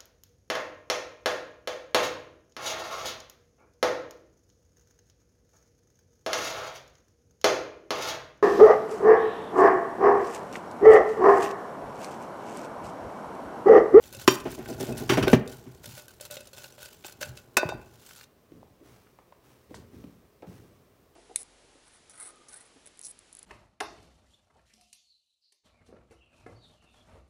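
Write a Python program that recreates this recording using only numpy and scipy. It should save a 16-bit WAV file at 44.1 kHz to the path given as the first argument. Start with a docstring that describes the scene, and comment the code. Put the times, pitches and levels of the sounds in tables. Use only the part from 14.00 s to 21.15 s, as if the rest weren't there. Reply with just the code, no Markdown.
"""Whisk in a glass bowl, quiet kitchen

Close by, a wire whisk beats a runny batter in a glass bowl on a wooden counter. At first the bowl rocks
and slides: bursts of contacts ring wood and glass modes. Held still, it leaves mostly wires that tick and
scrape on the wall: filtered grit, ringing the wires and the wet glass. The whisk drops on the rim with a
bright crack, and its handle bounces, heard through the wood too; then someone moves about further off,
as rustles, shuffles and thuds. 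Room tone lies below."""
import sys
import numpy as np
from scipy import signal
from scipy.fft import rfft, irfft
from scipy.io import wavfile
from scipy.ndimage import uniform_filter1d

SR = 44100
rng = np.random.default_rng(int(sys.argv[2]) if len(sys.argv) > 2 else 0)


def persist_wave(psi):
    """Save psi, clipped to +-1, as 16-bit WAV."""
    counts = np.round(np.clip(psi, -1, 1) * 32767).astype(np.int16)
    wavfile.write(sys.argv[1], SR, np.atleast_2d(counts).T)


N = 315403   # length in samples

# clear ticks of wire on glass: t/s, level/dB, colour f/Hz
CLINKS = [(.0383, -39, 4000), (.1264, -35.5, 7180), (.148, -33, 5960), (.4008, -34.5, 3500),
          (.5162, -34.5, 10500), (.6587, -39.5, 1580), (.728, -38, 3160), (.8081, -30, 6800),
          (.8774, -39, 2480), (.9245, -36, 6260), (.9772, -34, 6800), (1.2799, -16, 1420), (1.3, -26, 1450),
          (1.4759, -35, 5645), (1.8417, -43, 1573), (1.8576, -32.5, 6700), (1.9785, -37.5, 7100),
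          (2.0817, -38, 7100), (2.2094, -33.5, 7660), (2.2513, -35, 6540), (2.3101, -28, 7270),
          (2.3406, -34.5, 7600), (2.3684, -31, 3458), (2.4069, -36, 5840), (2.4718, -40, 6650),
          (2.532, -40, 5730), (2.5806, -36, 5290), (2.6427, -41.5, 2710), (2.7232, -45.5, 6670),
          (2.8025, -41, 4242), (2.8288, -33.5, 11000), (2.8581, -33.5, 5100), (3.0458, -34.5, 4112),
          (3.0855, -45, 1482), (3.1236, -41.5, 7720), (3.2151, -31, 1710), (3.2297, -23, 2760),
          (3.3732, -36.5, 5170), (4.1085, -41.5, 1548), (4.1604, -42.5, 6270), (4.2098, -38.5, 2590),
          (4.2384, -43, 5800)]
# strokes of the wires along the wall: start t/s, length/s, level/dB
STROKES = [(0.035, 0.041, -62), (0.128, 0.1, -53), (0.283, 0.066, -42.5), (0.488, 0.054, -52),
           (0.673, .04, -51), (0.79, 0.087, -49), (0.958, 0.037, -48), (1.095, 0.037, -44.5),
           (1.191, 0.023, -54), (1.285, 0.033, -44), (1.469, 0.058, -53.5), (1.829, 0.18, -52.5),
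           (2.078, .025, -58), (2.198, .06, -53), (2.298, .055, -51), (2.418, 0.061, -63),
           (2.527, 0.13, -54.5), (2.78, 0.076, -54.5), (3.038, 0.041, -51.5), (3.204, 0.023, -40.5),
           (3.351, 0.035, -60), (3.583, .1, -60)]
# the wires never quite leave the wall; once dropped the whisk slides down it and stops: t/s, level/dB
SLIDING = [(0, -59), (1.3, -57.5), (1.42, -71), (1.6, -60), (2.0, -70.5), (2.7, -64.5), (2.9, -59.5),
           (3.55, -73), (3.9, -66), (4.12, -53), (4.24, -54), (4.27, -80)]
# colour of wire dragged over glass: f/Hz, relative level/(dB per Hz)
SCRAPE_COLOUR = [(470, -33), (800, -3), (1180, -11.5), (1460, -2.5), (1690, -11), (7290, -7.5), (8570, -13),
                 (15800, -11.5)]
# the dropped handle hits the rim and bounces: t/s, crack peak level/dB, glass ring over crack/dB, chatter/ms
RIM_HITS = [(3.5686, -4.5, -19, 7.4), (3.6896, -30, -6.5, 4.3), (3.814, -48, -13, 1.8)]
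# colour of steel on glass: f/Hz, relative level/(dB per Hz)
HANDLE_COLOUR = [(590, -33.5), (1000, -2.5), (1890, -11), (2650, -4), (3010, -20.5), (5970, -12.5),
                 (16000, -23.5)]
# modes of the dry glass bowl: f/Hz, level struck on the wall/dB, level struck at the foot/dB, t60/s
GLASS_MODES = [(545, -9, -18, .3), (592, -7, -16, .35), (1484, 0, -18, .33), (1549, -1, -16, .2),
               (2584, -5, -25, .3), (2645, -6, -22, .25), (3118, -30, -3, .15), (3601, -14, -14, .2),
               (3705, -8, -13, .27), (4090, -13, -18, .13), (4684, -12, -6, .2), (5512, -26, -8, .15),
               (5679, -26, -1, .155), (6110, -17, -24, .18), (6767, -18, -12, .1), (7004, -30, -6, .14),
               (7558, -19, -20, .1), (8080, -26, -30, .15), (8565, -25, -28, .14), (9760, -36, -14, .11),
               (11460, -30, -18, .12), (12850, -32, -22, .1)]
# knocks heard through the wood: the bowl rocking and landing, later the dropped handle bouncing:
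# t/s, wood peak level/dB, wood colour f/Hz, crack over wood/dB, contact/ms
KNOCKS = [(0.163, -40, 150, -19, 9.3), (.277, -3, 280, 2, 2.25), (0.451, -20, 380, -14, 13.6),
          (.576, -28, 394, -14, 21), (.681, -27.5, 383, -22, 23.3), (0.796, -23.5, 380, -12.5, 16.6),
          (.83, -22.5, 380, -30, 4.2), (.881, -24, 360, -17.5, 19), (0.999, -25, 366, -19, 20),
          (1.093, -12.5, 300, 1, 8.5), (1.119, -12, 250, -12, 3.5), (1.131, -23.5, 303, 5.5, 6.9),
          (1.17, -11, 353, -8, 9), (1.226, -16.5, 352, -0.5, 5), (1.267, -10.5, 348, -13.5, 8),
          (1.329, 0.5, 285, -11.5, 4.7), (1.66, -35.5, 199, -15, 14), (1.849, -38.5, 129, -40, 54),
          (3.046, -36, 650, -30, 2.6), (3.269, -36.5, 89.97, -27, 18.6), (3.571, -13.5, 800, -33, 4.9),
          (3.63, -12.5, 770, -26, 1.65), (3.644, -25, 152, -34, 11), (3.688, -23.5, 795, -12, 4.3),
          (3.722, -22.5, 800, -37, 1.1), (3.736, -34, 180, -30, 16)]
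# bowl rumbling on the wood: t/s, level/dB
RUMBLING = [(0, -57.5), (.29, -51), (.49, -43), (1.1, -41), (1.24, -25.5), (1.42, -44.5), (1.9, -59),
            (3.14, -62.5), (3.22, -51), (3.61, -64), (3.75, -42), (3.9, -57.5), (4.1, -64), (4.4, -84)]
# modes of the wooden counter: f/Hz, level/dB, t60/s
WOOD_MODES = [(70, -19.5, 0.37), (130.4, -2.5, 0.14), (161.5, -5.5, .1), (214, -10.5, 0.075),
              (258, -4, 0.05), (346, 0, 0.023), (379, -5.5, 0.073), (451, -4, 0.019), (636, -3.5, 0.031),
              (725, -5.5, 0.014), (813, -9.5, 0.032), (1000, -15, 0.04), (1420, -8.5, .03)]
# colour of the crack in a knock: f/Hz, relative level/(dB per Hz)
CRACK_COLOUR = [(290, -31.5), (500, -16), (933, -4), (2980, -9.5), (4340, -20), (5710, -20), (6140, -17.5),
                (6900, -26.5), (16000, -31)]
# movements further off: start t/s, length/s, rustle level/dB, shuffle level/dB
MOVES = [(4.496, 0.073, -75.5, -56.5), (4.827, 0.11, -62, -65), (5.424, 0.088, -65.5, -66),
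         (5.683, 0.076, -65, -49), (5.901, 0.11, -66, -53), (6.456, 0.11, -62, -53)]
# soft thuds and taps further off: t/s, peak level/dB, colour f/Hz, contact/ms
THUDS = [(4.518, -40.5, 298, 8.1), (4.559, -46.5, 236.6, 24), (4.629, -41, 593, 1.9),
         (4.701, -55, 127.4, 9.4), (4.803, -47, 347, 16), (5.068, -51.5, 1296, 4.3),
         (5.187, -42.5, 702, 4.1), (5.323, -42.5, 795, 4.1), (5.707, -37.5, 382, 11),
         (5.743, -34, 1000, 1.3), (5.745, -40.5, 5030, 31), (5.935, -45, 342, 7.6),
         (6.04, -34.5, 247.4, 6.5), (6.069, -45, 196.7, 16), (6.422, -33.5, 450, 20), (6.471, -39, 150, 17)]
# colour of cloth: f/Hz, relative level/(dB per Hz)
RUSTLE_COLOUR = [(410, -13), (700, -5), (4670, -17), (5840, -14.5), (7010, -19), (15200, -21), (16000, -15)]
# colour of feet: f/Hz, relative level/(dB per Hz)
SHUFFLE_COLOUR = [(18, -57), (30, -19), (55, 2), (123, 2), (322, -4.5), (425, -2.5), (590, -18),
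                  (1500, -53.5), (1950, -29.5), (3300, -120)]
# echoes of the kitchen: f/Hz, t60/s
KITCHEN_T60 = [(100, 0.31), (500, 0.51), (2000, 0.37), (6000, 0.047), (14000, 0.032)]
# colour of the room tone: f/Hz, relative level/(dB per Hz)
AIR_COLOUR = [(15, -33.5), (25, 3.5), (123, -1.5), (335, -4.5), (394, 2.5), (677, -5), (911, -14.5),
              (1040, -6.5), (1400, -14.5), (8360, -25.5), (12900, -25.5), (14800, -19), (16000, -23.5)]

# ticks: each chatters, and rings the wall this far below it
CHATTER_MS, WALL_RING_DB = 3.8, -13.5
# light ticks fall anywhere in a stroke: rate, most level over the stroke, colour range
LIGHT_TICKS_PER_S, LIGHT_TICK_DB, LIGHT_TICK_HZ = 38, 13, (1400, 9000)
STROKE_ATTACK_S, STROKE_RELEASE_DB_PER_S = .012, 300.5
WIRES_HZ, WIRES_T60_S = (2800, 15500), .025   # wire loops ring briefly all over this range
WET_WALL = .42           # batter on the wall shortens the ring to this share
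RESTING_DAMP_DB = -9     # the handle lying on the rim damps the ring
RISE_SHARE = .45         # a knock swells over this share of its contact time
# glass ring over crack: sharper cracks ring more, longer contacts less
KNOCK_RING_DB, RING_PER_CRACK_DB, RING_LOSS_DB_PER_OCTAVE = -20, 1.2, 1.5
MOVE_ATTACK_S, MOVE_RELEASE_DB_PER_S = 0.034, 85
STILL_RUSTLE_DB, STILL_SHUFFLE_DB = -76, -69.5   # always present, also between movements
NEAR_WET_DB, FAR_WET_DB = -19, -13   # echo level, close and further off
AIR_DB, CUTOFF_HZ = -64, 16450


def whisk():
    """Wires tick one after another on the wall; dragging them is a clumpy run of tiny contacts."""
    start, length, stroke_db = np.transpose(STROKES)
    clinks = list(CLINKS) + light_ticks(start, length, stroke_db)
    ticks = np.zeros(N)
    for s, level_db, hz in clinks:
        chatter = burst(0.043, CHATTER_MS * rng.uniform(.6, 1.1), per_s=11000)
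        tick = broad(chatter, hz, octaves=1.0) + .5 * broad(chatter, 11000, octaves=1.3)
        add(ticks, s, from_db(level_db) * tick)

    clumps = from_db(3.5 * rms_one(uniform_filter1d(rng.standard_normal(N), size=300)))
    pressure = in_time(SLIDING)[0]
    pressure = pressure + swells(start, length, stroke_db, STROKE_ATTACK_S, STROKE_RELEASE_DB_PER_S)
    drag = pressure * rms_one(clumps * grit(6000, 3.4, count=N))
    wire_ring = from_db(-5) * wires(drag + .8 * ticks, count=40)
    return ticks + wet_wall(clinks) + colour(drag, SCRAPE_COLOUR) + wire_ring


def light_ticks(start, length, stroke_db):
    """Each stroke scatters small contacts of random time, level and colour along its length."""
    counts = np.ceil(LIGHT_TICKS_PER_S * length).astype(int)
    stroke = np.repeat(np.arange(len(STROKES)), counts)
    when, size, tone = rng.random((len(stroke), 3)).T
    low, high = LIGHT_TICK_HZ
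    times = start[stroke] + when * length[stroke]
    levels_db = stroke_db[stroke] + LIGHT_TICK_DB - 8 * size
    return list(zip(times, levels_db, low * (high / low) ** tone))


def wet_wall(clinks):
    """Ticks ring the glass wall, shortened by batter and damped once the handle lies on the rim."""
    s, level_db, colour_hz = np.transpose(clinks)
    hz, wall_db, _, t60 = np.transpose(GLASS_MODES)
    nearness_db = -3.5 * np.abs(np.log2(hz / colour_hz[:, None]))   # modes near a tick's colour answer best
    nearness_db += 14.0 * (hz < 1000)   # springy wires push the lowest wall modes hardest
    ring_db = level_db + WALL_RING_DB + RESTING_DAMP_DB * (s > RIM_HITS[0][0])
    mode_db = ring_db[:, None] + wall_db + nearness_db
    return strike(s, mode_db, zip(hz, WET_WALL * t60), spread_db=4.5)


def wires(force, count):
    """Each short slice of contacts sets one wire loop ringing; power is kept."""
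    pitches = np.geomspace(*WIRES_HZ, count) * np.exp(.02 * rng.standard_normal(count))
    dealt = rng.integers(0, count, N // 24 + 1).repeat(24)[:N]   # slices of 24 samples
    out = np.zeros(N)
    for k, hz in enumerate(pitches):
        out += ring(force * (dealt == k), min(hz, .45 * SR), WIRES_T60_S)
    return rms_one(out) * np.sqrt(np.mean(force ** 2))


def handle():
    """Steel on the rim gives a bright crack, then the dry rim rings freely."""
    out = np.zeros(N)
    for s, peak_db, _, chatter_ms in RIM_HITS:
        crack = colour(burst(0.3, chatter_ms, per_s=18000), HANDLE_COLOUR)
        add(out, s, from_db(peak_db) * peak_one(crack))
    s, peak_db, glass_db, _ = np.transpose(RIM_HITS)
    hz, wall_db, _, t60 = np.transpose(GLASS_MODES)
    mode_db = (peak_db + glass_db)[:, None] + wall_db
    return out + strike(s, mode_db, zip(hz, t60), spread_db=1.5)


def knocks_and_sliding():
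    """Knocks and the sliding bowl drive the wood modes; each knock also cracks and rings the glass."""
    out = np.zeros(N)
    for s, peak_db, hz, crack_db, contact_ms in KNOCKS:
        rise_ms = RISE_SHARE * contact_ms
        push = np.pad(burst(rise_ms, contact_ms, per_s=6700), (0, 8000))   # room for the ring
        crack = colour(burst(.5 * rise_ms, 2.5 * contact_ms, per_s=14000), CRACK_COLOUR)
        add(out, s, from_db(peak_db) * broad(wood(push), hz, octaves=.8))
        add(out, s, from_db(peak_db + crack_db) * peak_one(crack))
    sliding = in_time(RUMBLING)[0] * rms_one(wood(grit(900, 3.9, count=N)))

    s, peak_db, _, crack_db, contact_ms = np.transpose(KNOCKS)
    glass_db = KNOCK_RING_DB + RING_PER_CRACK_DB * np.clip(crack_db, -12, 0)
    glass_db = glass_db - RING_LOSS_DB_PER_OCTAVE * np.log2(contact_ms / 3)
    hz, _, foot_db, t60 = np.transpose(GLASS_MODES)
    mode_db = (peak_db + crack_db + glass_db)[:, None] + foot_db
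    return out + sliding + strike(s, mode_db, zip(hz, t60), spread_db=2.0)


def wood(force):
    """The counter answers a force with the sum of its ringing modes."""
    return sum(from_db(db) * ring(force, hz, t60) for hz, db, t60 in WOOD_MODES)


def further_off():
    """Cloth rustles and feet shuffle as coloured grit; things set down thud as short bursts."""
    start, length, rustle_db, shuffle_db = np.transpose(MOVES)
    rustle = swells(start, length, rustle_db, MOVE_ATTACK_S, MOVE_RELEASE_DB_PER_S)
    shuffle = swells(start, length, shuffle_db, MOVE_ATTACK_S, MOVE_RELEASE_DB_PER_S)
    cloth = colour(grit(8000, 4.4, count=N), RUSTLE_COLOUR)
    feet = colour(grit(1500, 3.2, count=N), SHUFFLE_COLOUR)
    out = (from_db(STILL_RUSTLE_DB) + rustle) * cloth + (from_db(STILL_SHUFFLE_DB) + shuffle) * feet
    for s, peak_db, hz, contact_ms in THUDS:
        octaves = .7 if hz > 400 else .35   # heavy things boom on one note
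        thud = broad(burst(0.37, contact_ms, per_s=2600), hz, octaves)
        first_touch = broad(burst(0.102, 2.5, per_s=7400), 1700, octaves=1.05)
        add(out, s, from_db(peak_db) * thud)
        add(out, s, from_db(peak_db - 15) * first_touch)
    return out


def kitchen(x):
    """Diffuse echoes that build up over some milliseconds; each octave dies at its own rate."""
    t, tail = np.arange(SR // 2) / SR, 0
    table_hz, table_t60 = np.transpose(KITCHEN_T60)
    for hz in 45 * 2 ** np.arange(9):
        t60 = np.interp(np.log(hz), np.log(table_hz), table_t60)
        band = signal.butter(2, [hz, min(2 * hz, .45 * SR)], "band", fs=SR, output="sos")
        tail = tail + signal.sosfilt(band, rng.standard_normal(len(t))) * from_db(-60 * t / t60)
    tail = tail * (1 - np.exp(-(t / 0.0065) ** 2))
    return signal.oaconvolve(x, tail / np.sqrt(np.sum(tail ** 2)))[:N]


def room_tone():
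    """Steady coloured noise of the quiet room."""
    return from_db(AIR_DB) * colour(rng.standard_normal(N), AIR_COLOUR)


def strike(times, mode_db, modes, spread_db):
    """Blows (rows) stir the modes (columns); each lands elsewhere, so the strengths scatter."""
    at, out = (np.array(times) * SR).round().astype(int), np.zeros(N)
    gains = from_db(mode_db + spread_db * rng.standard_normal(mode_db.shape))
    span = min(N, at.max() + SR // 2)   # the last ring has died by then
    for (hz, t60), gain in zip(modes, gains.T):
        clicks = np.zeros(span)
        clicks[at] = gain
        out[:span] += ring(clicks, hz, t60)
    return out


def ring(force, hz, t60):
    """A two-pole resonator: a unit click starts a decaying sine of height 1."""
    r, w = from_db(-60 / (t60 * SR)), 2 * np.pi * hz / SR
    return signal.lfilter([0, np.sin(w)], [1, -2 * r * np.cos(w), r * r], force + 1e-18)


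def burst(rise_ms, fall_ms, per_s):
    """One blow: a cluster of contacts that swells and dies; energy 1."""
    ms = np.arange(4000) * 1000 / SR
    rise, fall = max(rise_ms, .05), max(fall_ms, .1)
    envelope = (1 - np.exp(-ms / rise)) ** 2 * np.exp(-ms / fall)
    x = grit(per_s, 1.8, count=4000) * envelope
    return x / np.sqrt(np.sum(x ** 2) + 1e-20)


def grit(per_s, spread_db, count):
    """Random contacts of uneven size and either sign, rms 1."""
    sizes = from_db(spread_db * np.minimum(rng.exponential(1, count), 4))
    sizes = sizes * rng.choice([-1, 1], count)
    return rms_one(sizes * (rng.random(count) < per_s / SR))


def swells(starts, lengths, levels_db, attack_s, release_db_per_s):
    """Gain per sample: each swell rises, holds and dies away; the loudest counts."""
    t = np.arange(N) / SR - np.array(starts)[:, None]
    fall_db = release_db_per_s * np.clip(t - np.array(lengths)[:, None], 0, None)
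    gains = np.clip(t / attack_s, 0, 1) * from_db(np.array(levels_db)[:, None] - fall_db)
    return np.max(gains, axis=0)


def in_time(rows):
    """Level columns as gains per sample, silent outside the table."""
    s, *columns = np.transpose(rows)
    t = np.arange(N) / SR
    return [from_db(np.interp(t, s, c, left=-200, right=-200)) for c in columns]


def colour(x, spectrum):
    """Causal (minimum-phase) filter that passes white noise at unit power."""
    hz, level_db = np.transpose(spectrum)
    grid_hz = np.linspace(1, SR / 2, 4097)
    log_gain = np.interp(np.log(grid_hz), np.log(hz), level_db) * np.log(10) / 20
    cepstrum = irfft(log_gain)
    cepstrum[1:4096] *= 2    # fold the cepstrum forward in time
    cepstrum[4097:] = 0
    taps = irfft(np.exp(rfft(cepstrum)))
    return signal.oaconvolve(x, taps / np.sqrt(np.sum(taps ** 2)))[:N]


def broad(x, hz, octaves):
    """Broad band reaching this many octaves either side of hz, peak 1."""
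    edges = np.clip(hz * 2 ** np.array([-octaves, octaves]), 20, .45 * SR)
    return peak_one(signal.sosfilt(signal.butter(2, edges, "band", fs=SR, output="sos"), x))


def add(track, s, x):
    """Mix x into the track from second s."""
    at = round(s * SR)
    track[at:at + len(x)] += x[:N - at]


def from_db(db):
    """Decibels to gain."""
    return 10 ** (np.asarray(db) / 20)


def rms_one(x):
    """Scale to unit rms."""
    return x / np.sqrt(np.mean(x ** 2) + 1e-20)


def peak_one(x):
    """Scale to unit peak."""
    return x / np.max(np.abs(x))


def scene():
    """Whisk, handle and knocks close by, the rest further off and wetter, over the room tone."""
    near = whisk() + handle() + knocks_and_sliding()
    far = further_off()
    echoes = kitchen(from_db(NEAR_WET_DB) * near + from_db(FAR_WET_DB) * far)
    return (near + far + echoes + room_tone())[None]


def record(dry):
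    """The microphone rolls off the deep bass, peaks are rounded, the top is cut."""
    low_cut = signal.butter(4, 44, "high", fs=SR, output="sos")
    top_cut = signal.cheby2(16, 60, CUTOFF_HZ, fs=SR, output="sos")
    rounded = 1.4 * np.tanh(signal.sosfilt(low_cut, dry) / 1.4)
    return signal.sosfilt(top_cut, rounded)


dry = scene()
out = record(dry)
persist_wave(out)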